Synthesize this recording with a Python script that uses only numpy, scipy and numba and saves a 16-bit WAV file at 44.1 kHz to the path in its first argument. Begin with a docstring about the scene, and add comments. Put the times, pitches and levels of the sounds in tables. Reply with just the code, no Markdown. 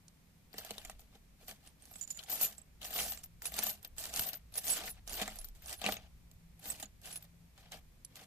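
"""Hook through a tub of screws

A hand drags a bent steel hook through loose screws in a plastic tub, close under a phone in a quiet room.
Each stroke sprays tiny collisions, made of many short decaying sines, with louder clinks on top.
A few pieces ring high under repeated taps; the tub answers low, with soft knocks and dull thumps.
Traffic rumble, a far motor and microphone hiss lie underneath, all shaped from noise."""
import sys
import numpy as np
from scipy import signal
from scipy.fft import rfft, irfft, next_fast_len
from scipy.io import wavfile
from scipy.ndimage import uniform_filter1d
from numba import njit

SR = 44100
rng = np.random.default_rng(int(sys.argv[2]) if len(sys.argv) > 2 else 0)


def dump_mix(stems):
    """Bounce the given channels to the path in sys.argv[1] as a 16-bit WAV at rate SR."""
    frames = np.atleast_2d(stems).T  # one column per channel
    limited = np.clip(frames, -1, 1)  # hard clip at full scale
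    pcm = np.round(limited * 32767).astype(np.int16)
    wavfile.write(sys.argv[1], SR, pcm)


N = 364266  # samples
TIME = np.arange(N) / SR  # seconds


def undb(db):
    """Decibels to amplitude."""
    return 10 ** (np.asarray(db) / 20)


def unit(x):
    """Scale x to an RMS of 1."""
    return x / np.sqrt(np.mean(x ** 2))


def curves(table):
    """Columns of a table, drawn as straight lines sample by sample."""
    s, *columns = np.transpose(table)
    return [np.interp(TIME, s, c) for c in columns]


def filtered(x, order, hz, kind="low"):
    """Butterworth low-pass or high-pass."""
    return signal.sosfilt(signal.butter(order, hz, kind, fs=SR, output="sos"), x)


def colour(x, spectrum):
    """Filter x by a gain curve through (frequency [Hz], gain [dB]) points."""
    size = next_fast_len(N)
    hz, db = np.transpose(spectrum)
    bin_hz = np.arange(size // 2 + 1) * SR / size
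    gain = undb(np.interp(np.log(bin_hz + 1), np.log(hz), db))
    return irfft(rfft(x, size) * gain, size)[..., :N]


def mode(x, hz, t60):
    """A decaying resonance driven by x; a unit blow rings with a peak near 1."""
    pole = np.exp(2j * np.pi * hz / SR - np.log(1000) / (max(t60, .003) * SR))
    return signal.lfilter([1], [1, -pole], x).imag


@njit
def rings(n, start, lag, hz, t60, rise, turn, left, right):
    """Many short rings that swell over the contact time and decay; each reaches the left port after its lag."""
    out = np.zeros((2, n + 64))
    for k in range(len(start)):
        step = np.exp(2j * np.pi * hz[k] / SR - np.log(1000) / (t60[k] * SR))
        ring = np.exp(2j * np.pi * turn[k])
        closing = np.exp(-1 / (rise * SR))
        closed = 1.
        for i in range(start[k], min(n, start[k] + int(t60[k] * SR))):
            closed *= closing
            out[0, i + lag[k]] += left[k] * ring.real * (1 - closed)
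            out[1, i] += right[k] * ring.real * (1 - closed)
            ring *= step
    return out[:, :n]


def strike(s, hz, t60, db, pan_db, rise):
    """Rings at times s [s], each from its own spot in the tub: random left lag and phase."""
    spot, turn = rng.random((len(s), 2)).T
    lag = (0.15 + 9 * spot).astype(np.int64)  # samples
    hz = np.clip(hz, 50., .45 * SR)
    t60 = np.clip(t60 + 0 * s, .0003, 1.)
    left, right = undb(db + pan_db / 2), undb(db - pan_db / 2)
    return rings(N, (s * SR).astype(np.int64), lag, hz, t60, max(rise, 1 / SR), turn, left, right)


def hardness(u, scatter_db):
    """Most contacts are light, a few are hard, none without bound."""
    return -scatter_db * np.log(1 - .97 * u)


# Background swells before trim: (time [s], deep rumble level [dB], low rumble level [dB], motor level [dB])
RUMBLE = [(0.0, -80, -75, -72), (0.76, -67, -72, -72), (0.85, -58.5, -58.5, -84), (1.15, -68, -70, -79.5),
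          (2.57, -77, -69.5, -80), (2.85, -65.5, -62, -63.5), (3.52, -73, -61, -63),
          (3.82, -69, -68.5, -72), (4.0, -55, -57.5, -65), (4.09, -73, -59, -67), (4.21, -60, -60, -62),
          (4.26, -74, -64.5, -66), (5.47, -51, -61.5, -68), (5.64, -62.5, -61, -64), (7.55, -75, -68, -63),
          (7.73, -63.5, -63.5, -65), (8.17, -70.5, -69, -74), (8.26, -86, -85, -81)]
# Hum bands of the far motor: (frequency [Hz], approximate width [Hz], relative level [dB])
MOTOR = [(110.4, 2.8, -2.5), (169.9, 4, -1.5)]
# Tone of the room noise and hiss: (frequency [Hz], relative gain [dB])
ROOM = [(12, -53), (20, -20.5), (48, -13), (81, -15), (99, -16.5), (166, -12), (280, -21.5), (313, -27),
        (1200, -33.5), (1340, -35), (2390, -32), (2750, -35.5), (10300, -39), (14300, -37.5)]
ROOM_DB = -65  # RMS level


def background():
    """Noise through low resonances makes rumble and motor, nearly alike at both ports; the hiss differs."""
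    deep_db, low_db, motor_db = curves(RUMBLE)
    shared, own = rng.standard_normal(N), rng.standard_normal((2, N))
    alike = filtered(shared, 1, 450)
    apart = filtered(own, 1, 300, "high")
    room = undb(ROOM_DB) * unit(colour(alike + apart, ROOM))

    noise = shared + 0.32 * own
    deep = undb(deep_db + 0.5) * unit(mode(mode(noise, 37.3, 0.16), 37.3, 0.16))
    low = undb(low_db + 2.0) * unit(mode(mode(noise, 61.6, 0.11), 61.6, 0.11))
    motor = 0
    for hz, width, db in MOTOR:
        motor = motor + undb(motor_db + db - 4.5) * unit(mode(noise, hz, 2.6 / width))
    return room + deep + low + motor


# Boom modes of the plastic tub: (nominal frequency [Hz], relative level [dB], decay t60 [s])
TUB = [(205, 0.5, 0.25), (281, -4.5, 0.07), (461.6, -6, 0.048), (641.3, -4.5, 0.055), (738, 2.5, 0.027),
       (799, -7.5, 0.058), (1200, -6, 0.06)]
TUB_HZ = 702  # centre of the boom under clinks and rustle


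def tub(s, near_hz, db, pan_db, slope_db=9):
    """The plastic floor and walls boom briefly; a blow wakes most the modes near its own pitch."""
    out = 0
    for hz, mode_db, t60 in TUB:
        u = rng.random((len(s), 3)).T
        octaves_away = np.abs(np.log2(hz / near_hz))
        mix_db = mode_db - slope_db * octaves_away - 6 * u[1]
        mode_hz = hz * (1 + 0.071 * (u[0] - .5))
        out = out + strike(s, mode_hz, t60, db + mix_db, pan_db + 13 * (u[2] - .5), rise=0.0008)
    return out


# Clinks, levels before trim: (time [s], impact level [dB], crack pitch [Hz], crack level [dB],
# tub level [dB], ring pitch [Hz], ring level [dB])
CLINKS = [(0.081, -46, 5300, -51.5, -66, 9500, -82), (0.53, -54.5, 3800, -52.5, -61, 14000, -56),
          (0.54, -39.5, 1830, -53.5, -41, 7470, -64), (0.582, -27.5, 4140, -38, -52, 13600, -35),
          (0.648, -33, 5390, -52, -46.5, 12300, -45), (0.707, -25, 3570, -36.5, -40, 14000, -44),
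          (0.781, -31.5, 3850, -38, -61, 10700, -50), (0.849, -30, 2280, -47, -45.5, 7170, -48),
          (0.897, -30, 2320, -50, -43.5, 14000, -54), (0.994, -42, 3180, -78, -58, 14100, -50),
          (1.481, -36, 4170, -54, -48, 13200, -43), (1.674, -40.5, 4060, -60, -60, 9000, -58),
          (1.822, -49, 2130, -71, -74, 8850, -50.5), (1.854, -42, 5030, -57, -62, 10730, -53),
          (1.912, -51, 1900, -61, -51, 12800, -45), (1.938, -39, 2860, -55, -60, 7820, -51),
          (1.957, -37, 2800, -53, -53.5, 7760, -45), (2.012, -41, 2770, -58.5, -68, 7100, -34),
          (2.036, -42, 3820, -61, -65, 7090, -42), (2.076, -39, 6460, -60, -67, 7010, -45),
          (2.104, -31.5, 4720, -61, -63, 7010, -32.5), (2.147, -53, 4060, -62, -71, 7100, -49),
          (2.173, -33.5, 6300, -51, -65, 6940, -42.5), (2.191, -35, 3700, -37, -54, 6960, -60),
          (2.236, -34.5, 3830, -55, -69, 7000, -51), (2.297, -39, 3360, -50, -46, 13800, -33),
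          (2.327, -32, 2500, -46, -37.5, 13900, -39), (2.412, -21, 3780, -41, -46, 12070, -24.5),
          (2.581, -44, 5800, -61, -57, 7750, -43.5), (2.816, -39, 3240, -46.5, -54, 13900, -50),
          (2.829, -45, 3360, -41, -56, 7020, -52), (2.849, -32, 2920, -41.5, -45.5, 13800, -36),
          (2.905, -44, 3640, -52, -58, 13900, -41), (2.988, -27, 2950, -32.5, -41, 10700, -38),
          (3.12, -26, 6400, -37, -44, 14000, -37), (3.174, -34, 6370, -53, -60, 7430, -45),
          (3.239, -35.5, 6500, -65, -78, 13840, -40), (3.42, -30.5, 6200, -44, -64, 13800, -40),
          (3.455, -24, 3020, -38.5, -62, 11000, -32.5), (3.52, -42, 2090, -51, -47, 13400, -43),
          (3.54, -25.5, 5870, -49, -42, 7450, -41), (3.565, -32, 5900, -46, -58, 14100, -39),
          (3.589, -16.5, 5170, -30, -32, 10430, -31), (3.633, -22.5, 4870, -44, -39, 13800, -25.5),
          (3.667, -22, 5100, -51, -36.5, 12200, -27), (3.828, -42, 1820, -67, -62, 12300, -50),
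          (3.847, -33, 4160, -39.5, -53, 13600, -39), (3.965, -51, 1240, -71, -71, 13600, -56),
          (3.982, -27.5, 4300, -56, -62, 7750, -41), (4.054, -26, 4370, -46, -56, 13800, -43),
          (4.089, -46, 4400, -51, -58, 7260, -45), (4.138, -24, 5700, -46, -65, 7000, -44),
          (4.161, -21, 4930, -34, -62, 14100, -40), (4.194, -16.5, 6500, -35, -51, 12020, -23.5),
          (4.332, -32.5, 4770, -40, -46, 13800, -35), (4.523, -53, 3150, -63, -71, 11400, -53),
          (4.54, -35.5, 5000, -46, -61, 10500, -40), (4.555, -33, 5430, -40, -48, 13900, -39),
          (4.576, -34, 3400, -53, -51, 10110, -27), (4.642, -31.5, 3650, -54, -68, 13800, -33),
          (4.668, -27, 3450, -47, -58, 13900, -35), (4.717, -36, 4450, -58, -61, 10400, -24),
          (4.856, -33, 1790, -59, -53, 13200, -38), (4.878, -30, 1840, -40, -49, 13600, -44),
          (5.076, -29, 4700, -41, -46, 6540, -50), (5.095, -32, 4690, -54, -51, 10360, -41),
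          (5.131, -31, 4700, -47, -47, 13400, -36), (5.216, -23, 3080, -31.5, -32, 7060, -40),
          (5.278, -27, 1800, -39, -33, 7440, -40), (5.357, -36, 2910, -59, -63, 12500, -43),
          (5.387, -31, 5500, -56, -49.5, 10800, -39.5), (5.444, -35, 5500, -46, -74, 13400, -38),
          (5.486, -40.5, 6410, -62, -68, 13500, -49), (5.621, -45, 1710, -68, -69, 13800, -51),
          (5.659, -35.5, 5380, -47, -52, 10300, -40), (5.694, -29, 3870, -44, -58, 8000, -44),
          (5.728, -27, 5800, -37, -56, 10800, -44), (5.789, -50, 3790, -56, -67, 10840, -44.5),
          (5.816, -29, 3740, -38, -39, 14100, -50), (5.841, -32, 3040, -34, -30, 6750, -43),
          (5.863, -22, 3030, -23.5, -29, 7690, -44), (5.888, -28, 1760, -33.5, -23, 13800, -39),
          (5.922, -21.5, 3770, -32.5, -31, 13700, -32), (5.967, -34, 2760, -41.5, -45.5, 6500, -47),
          (6.313, -45.5, 5990, -78, -64, 14100, -58), (6.593, -50, 2850, -73, -68, 11300, -52),
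          (6.656, -32, 3800, -46, -61, 13900, -43), (6.701, -32, 3330, -45, -47.5, 8000, -32),
          (6.799, -30.5, 2090, -50, -54, 14100, -45), (6.827, -27, 3500, -43.5, -39.5, 6800, -42.5),
          (7.015, -46, 2890, -71, -77, 11400, -57), (7.056, -34, 2860, -47, -62, 10330, -42),
          (7.11, -46, 2840, -50, -68, 8010, -51), (7.127, -41, 5330, -50, -66, 10300, -40),
          (7.158, -33, 3380, -54, -51.5, 10200, -33.5), (7.225, -42, 3750, -58, -71, 14000, -49),
          (7.577, -45.5, 1830, -67, -66, 7200, -68), (7.719, -31, 1200, -66, -47.5, 13300, -53),
          (8.048, -33, 3850, -53, -77, 10560, -41), (8.156, -34.5, 4220, -59, -67, 12350, -49)]
FLURRY_S, FLURRY_FADE_DB_PER_S = .005, 575  # mean lateness of a contact, fade with lateness
CRACK_SPREAD_OCT = 0.85


def clinks():
    """A screw lands in a quick flurry of contacts: short cracks, a boom in the tub and one piece left ringing."""
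    s, peak_db, crack_hz, crack_db, tub_db, ring_hz, ring_db = np.transpose(CLINKS)
    pan_db = -1.5 + 9 * (rng.random(len(s)) - .5)  # each lands at its own spot
    out = tub(s, TUB_HZ, tub_db - 0.5, pan_db / 2)
    # the tick of steel on steel
    out = out + strike(s + 0.0017, 6400.0 + 0 * s, 0.00048, peak_db + 6, pan_db, rise=.00003)
    for contact in range(14):
        u = rng.random((len(s), 6)).T
        # a sharp first impact, then the contacts thin out
        late = FLURRY_S * -np.log(1 - u[0]) * (contact > 3)
        fade_db = FLURRY_FADE_DB_PER_S * late + 6 * u[1]
        spot_db = pan_db + 7 * (u[2] - .5)

        clatter_hz = 900 + 14000 * u[3]
        out = out + strike(s + late, clatter_hz, 0.0067, peak_db - 12 - fade_db, spot_db, rise=.0001)
        hz = crack_hz * 2 ** (CRACK_SPREAD_OCT * (u[4] - .5))
        out = out + strike(s + late, hz, 50.0 / crack_hz, crack_db - 3 - fade_db, spot_db, rise=0.000057)
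        # neighbours chatter around the ringing piece
        bright_hz = ring_hz * 2 ** (0.58 * (u[3] - .5))
        out = out + strike(s + late, bright_hz, 0.0035, ring_db - 6 - fade_db, spot_db, rise=.0001)
        if contact % 4 == 0:
            # a thread splits the ring into close partials
            hz = ring_hz * (1 + 0.025 * (u[5] - .5))
            partial_db = ring_db - 0.5 - fade_db / 2
            out = out + strike(s + 2 * late, hz, 0.027, partial_db, spot_db, rise=0.000094)
    return out


def spray(rate, scatter_db, spread_s, cycles, count):
    """Rain of tumbling screws: each tumble is a flurry of brief contacts at many pitches."""
    start, size = rng.random((int(rate * N / SR), 2)).T
    out = 0
    for _ in range(count):
        u = rng.random((len(start), 5)).T
        s = start * N / SR - spread_s * np.log(1 - u[0])
        hz = 250 + 15000 * u[1]
        t60 = cycles * (.5 + u[3]) / hz
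        db = hardness(size, scatter_db) + hardness(u[2], 0.62)
        out = out + strike(s, hz, t60, db, 8 * (u[4] - .5), rise=.0001)
    return out


def jingle(rate, low_hz, t60):
    """Countless small screws, each ringing an instant at its own high pitch."""
    u = rng.random((int(rate * N / SR), 5)).T
    s = u[0] * N / SR
    hz = low_hz + (14300 - low_hz) * np.sqrt(u[1])
    db = hardness(u[3], 3.5)
    return unit(strike(s, hz, t60 * (.5 + u[2]), db, 8 * (u[4] - .5), rise=0.00051))


# One list for each stroke through the heap, before trim: (time [s], rustle level [dB], treble level [dB])
STIR = [
    [(0.5, -80, -92), (0.588, -50.5, -49), (0.61, -56.5, -62), (0.908, -59, -62), (0.982, -80, -93),
     (0.992, -70, -64), (1.104, -82, -89), (1.158, -60.5, -69), (1.2, -92, -96)],
    [(1.37, -88, -93), (1.412, -64, -68), (1.47, -70, -64), (1.48, -59, -56), (1.494, -49.5, -47.5),
     (1.592, -80, -82), (1.624, -73, -76), (1.672, -63.5, -64), (1.74, -83, -86)],
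    [(1.78, -81, -90), (1.808, -68.5, -69), (2.038, -66.5, -55.5), (2.062, -74, -77), (2.116, -60, -44),
     (2.14, -74, -66), (2.184, -55, -62), (2.246, -63, -60), (2.26, -69, -73)],
    [(2.26, -63, -71), (2.304, -48, -44.5), (2.332, -47.5, -38.5), (2.374, -53.5, -48),
     (2.436, -42.5, -33.5), (2.57, -72, -70), (2.582, -66, -56), (2.62, -72, -86), (2.65, -92, -87)],
    [(2.79, -96, -95), (2.82, -54, -59), (2.862, -51, -44), (2.888, -52.5, -53), (2.996, -40.5, -37),
     (3.118, -52.5, -45.5), (3.232, -67.5, -70), (3.236, -64, -48), (3.3, -90, -105)],
    [(3.4, -92, -91), (3.416, -65.5, -66), (3.462, -47, -39), (3.506, -60.5, -57), (3.586, -43, -44.5),
     (3.7, -49, -43), (3.808, -75, -77), (3.854, -55.5, -63), (3.91, -100, -95)],
    [(3.95, -90, -93), (3.984, -51.5, -44), (4.124, -52.5, -53.5), (4.158, -43, -37.5), (4.292, -49, -47),
     (4.322, -58, -65), (4.334, -51, -55), (4.344, -53, -52), (4.42, -81, -95)],
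    [(4.51, -92, -93), (4.52, -68, -72), (4.582, -47.5, -40), (4.604, -60, -53), (4.702, -44, -35.5),
     (4.826, -44.5, -52.5), (4.886, -49.5, -48.5), (4.932, -69, -61.5), (5.0, -63, -92)],
    [(5.05, -88, -90), (5.074, -56, -55), (5.148, -47.5, -44), (5.204, -42, -50.5), (5.22, -33, -39.5),
     (5.248, -46, -54), (5.486, -69, -64), (5.534, -92, -99), (5.55, -74, -71)],
    [(5.55, -68, -62.5), (5.604, -70.5, -73), (5.692, -52, -48), (5.738, -49.5, -48.5), (5.772, -67, -63),
     (5.86, -36.5, -51), (5.932, -51, -47), (5.96, -55, -66), (6.08, -67.5, -85)],
    [(6.57, -83, -89), (6.654, -52, -48.5), (6.702, -51.5, -42.5), (6.786, -63, -64.5), (6.8, -53, -55),
     (6.82, -66, -56), (6.83, -46, -48), (6.874, -73, -81), (6.9, -77, -78)],
    [(7.0, -92, -93), (7.02, -68, -70), (7.054, -53, -53.5), (7.146, -59, -54), (7.162, -57, -45.5),
     (7.202, -70, -70), (7.252, -65.5, -63), (7.272, -80, -92), (7.3, -88, -79)],
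    [(7.54, -94, -93), (7.582, -55, -71), (7.606, -64.5, -68), (7.688, -66, -92), (7.708, -72, -77),
     (7.724, -43, -55), (7.794, -65.5, -67), (7.806, -78, -91), (7.82, -68, -89)],
    [(8.1, -73, -90), (8.116, -73, -93), (8.126, -72, -81), (8.136, -70, -82), (8.16, -58, -60),
     (8.192, -55.5, -64), (8.216, -55, -60), (8.244, -62.5, -67), (8.26, -76, -78)],
]
# Tone of the grit: (frequency [Hz], relative gain [dB])
HEAP = [(88, -40), (150, -2), (204, -10.5), (375, -15), (651, -6), (991, -11), (1790, -2), (2040, -3.5),
        (2940, 1.5), (4820, -3), (7770, -14.5), (9580, -16), (14300, -11.5)]
TUB_SHARE_DB, HEAP_PAN_DB = -10.5, -1.5  # tub boom against the rustle; left minus right
SPLIT_HZ = 7500  # rustle below, treble above


def heap():
    """Screws slide and knock as the hook ploughs through; harder strokes shake the tub."""
    level_db, treble_db = curves(np.vstack(STIR))
    moving = sum((TIME > stroke[0][0]) & (TIME <= stroke[-1][0]) for stroke in STIR)
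    still_db = -40 * uniform_filter1d(1. - moving, size=300)  # nothing stirs between strokes
    level_db, treble_db = level_db + still_db, treble_db + still_db

    tumbling = unit(spray(rate=260, scatter_db=4.0, spread_s=0.0028, cycles=34.0, count=28))
    sliding = unit(spray(rate=2500, scatter_db=1.5, spread_s=.004, cycles=165.0, count=3))
    grit = colour(tumbling + undb(-1.5) * sliding, HEAP)
    low = unit(filtered(grit, 4, SPLIT_HZ))
    high = unit(filtered(grit, 4, SPLIT_HZ, "high"))
    bright = high + undb(-5) * jingle(rate=1600, low_hz=7570.0, t60=0.025)

    # random blows on the tub follow the rustle level
    u = rng.random((int(350 * N / SR), 2)).T
    s = u[0] * (N - 1) / SR
    blow_db = level_db[(s * SR).astype(int)] + TUB_SHARE_DB + hardness(u[1], 4.5)
    body = tub(s, TUB_HZ, blow_db, 0.)

    side = undb(np.array([[HEAP_PAN_DB], [-HEAP_PAN_DB]]) / 2)
    return side * (undb(level_db - 2.5) * low + undb(treble_db - 2.5) * bright) + body


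# Fingers knock the wall of the tub, before trim: (time [s], level [dB])
KNOCKS = [(0.541, -43.5), (0.583, -48), (0.708, -39), (0.779, -53), (1.022, -60), (1.153, -55),
          (1.429, -57)]
WALL_HZ = 470


def knocks():
    """Soft blows wake the lower modes of the tub."""
    s, db = np.transpose(KNOCKS)
    return tub(s, WALL_HZ, db + 8.5, 2.4, slope_db=19.5)


# The tub jolts against the table, before trim: (time [s], level [dB], pitch [Hz])
THUMPS = [(0.711, -55, 278), (2.44, -57, 161), (3.627, -65, 253), (4.198, -44.5, 93), (5.215, -45.5, 205),
          (5.861, -44, 186), (5.891, -43, 223), (6.83, -54, 264)]


def thumps():
    """Dull, quickly damped blows: a main tone, the tub modes near it and a faint tone about an octave below."""
    s, db, hz = np.transpose(THUMPS)
    main = strike(s, hz, 0.064, db + 4.0, 0., rise=0.00087)
    boom = tub(s, hz, db + 1.0, 0., slope_db=28)
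    under = strike(s, 0.47 * hz, 0.034, db - 18, 0., rise=.002)
    return main + boom + under


# Pieces that ring while they are pushed about: (nominal frequency [Hz], decay t60 [s])
PIECES = [(7020, .07), (7900, .045), (10200, .07), (10850, .05), (12200, .08), (13350, .045), (13950, .06)]
# For each piece the spells in which it is struck, before trim: (start [s], end [s], level [dB])
STRUCK = [
    [(2.07, 2.19, -53), (2.3, 2.35, -48), (2.41, 2.48, -45), (2.96, 3.04, -50), (3.63, 3.67, -46),
     (4.66, 4.79, -53)],
    [(1.94, 2.0, -66), (4.7, 4.75, -37), (6.69, 6.71, -50)],
    [(2.41, 2.47, -54), (3.445, 3.475, -39.5), (4.565, 4.59, -46), (4.68, 4.73, -29.5), (7.15, 7.18, -53)],
    [(2.41, 2.45, -35), (2.99, 3.07, -42), (4.16, 4.22, -50), (4.57, 4.595, -36), (4.7, 4.77, -39),
     (4.89, 4.92, -42.5), (5.39, 5.43, -50), (5.75, 5.8, -54)],
    [(2.32, 2.355, -41), (2.41, 2.46, -30), (2.94, 3.11, -50), (3.655, 3.73, -39), (4.25, 4.31, -44)],
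    [(2.3, 2.355, -34), (2.41, 2.47, -42), (4.67, 4.7, -50), (5.91, 5.94, -46)],
    [(2.3, 2.36, -37), (2.4, 2.45, -34), (2.92, 2.99, -38), (3.07, 3.13, -40), (3.63, 3.66, -44),
     (3.7, 3.74, -45), (4.205, 4.3, -36), (4.34, 4.36, -42), (4.56, 4.595, -39), (4.64, 4.71, -41),
     (4.74, 4.79, -43), (4.87, 4.91, -46), (5.12, 5.19, -44), (6.665, 6.715, -41)],
]
SPELL_ARCH_DB = 9.5  # a spell is this much weaker at its ends than in the middle


def pieces():
    """A piece is tapped at random for as long as it lies in the way of the hook."""
    out = 0
    for (hz, t60), spells in zip(PIECES, STRUCK):
        for start, end, db in spells:
            u = rng.random((int(400 * (end - start)) + 1, 4)).T
            s = start + u[0] * (end - start)
            arch_db = -SPELL_ARCH_DB * (2 * u[0] - 1) ** 2
            # many taps overlap in one ring, so each is weaker than their sum
            tap_db = db + arch_db - 7.5 + hardness(u[1], 4.3)
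            tap_hz = hz * (1 + 0.0132 * (u[2] - .5))
            out = out + strike(s, tap_hz, t60, tap_db, 8 * (u[3] - .5), rise=0.00033)
    return out


# Balance of the two ports: (frequency [Hz], left minus right [dB])
PORTS = [(60, -3), (110, -9), (200, -0.5), (380, 1), (700, -1.5), (1290, -1), (2380, 5.5), (4400, 7),
         (8120, -12), (15000, 9.5)]


def scene():
    """Mix the near sounds, shaded by the phone's body at each port, with thumps and background."""
    near = filtered(heap() + pieces() + clinks() + knocks(), 2, 170, "high")
    ports = []
    for channel, sign in zip(near, (1, -1)):
        ports.append(colour(channel, [(hz, sign * db / 2) for hz, db in PORTS]))
    return np.array(ports) + thumps() + background()


SHELF_HZ, TOP_HZ = 14350, 15671  # edges of the two treble steps


def record(dry):
    """The phone drops the highest treble in two steps, by at least 33 dB and then a further 60 dB."""
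    shelf = signal.ellip(6, .2, 33, SHELF_HZ, fs=SR, output="sos")
    top = signal.ellip(10, .2, 60, TOP_HZ, fs=SR, output="sos")
    return signal.sosfilt(top, signal.sosfilt(shelf, dry))


dry = scene()
out = record(dry)
dump_mix(out)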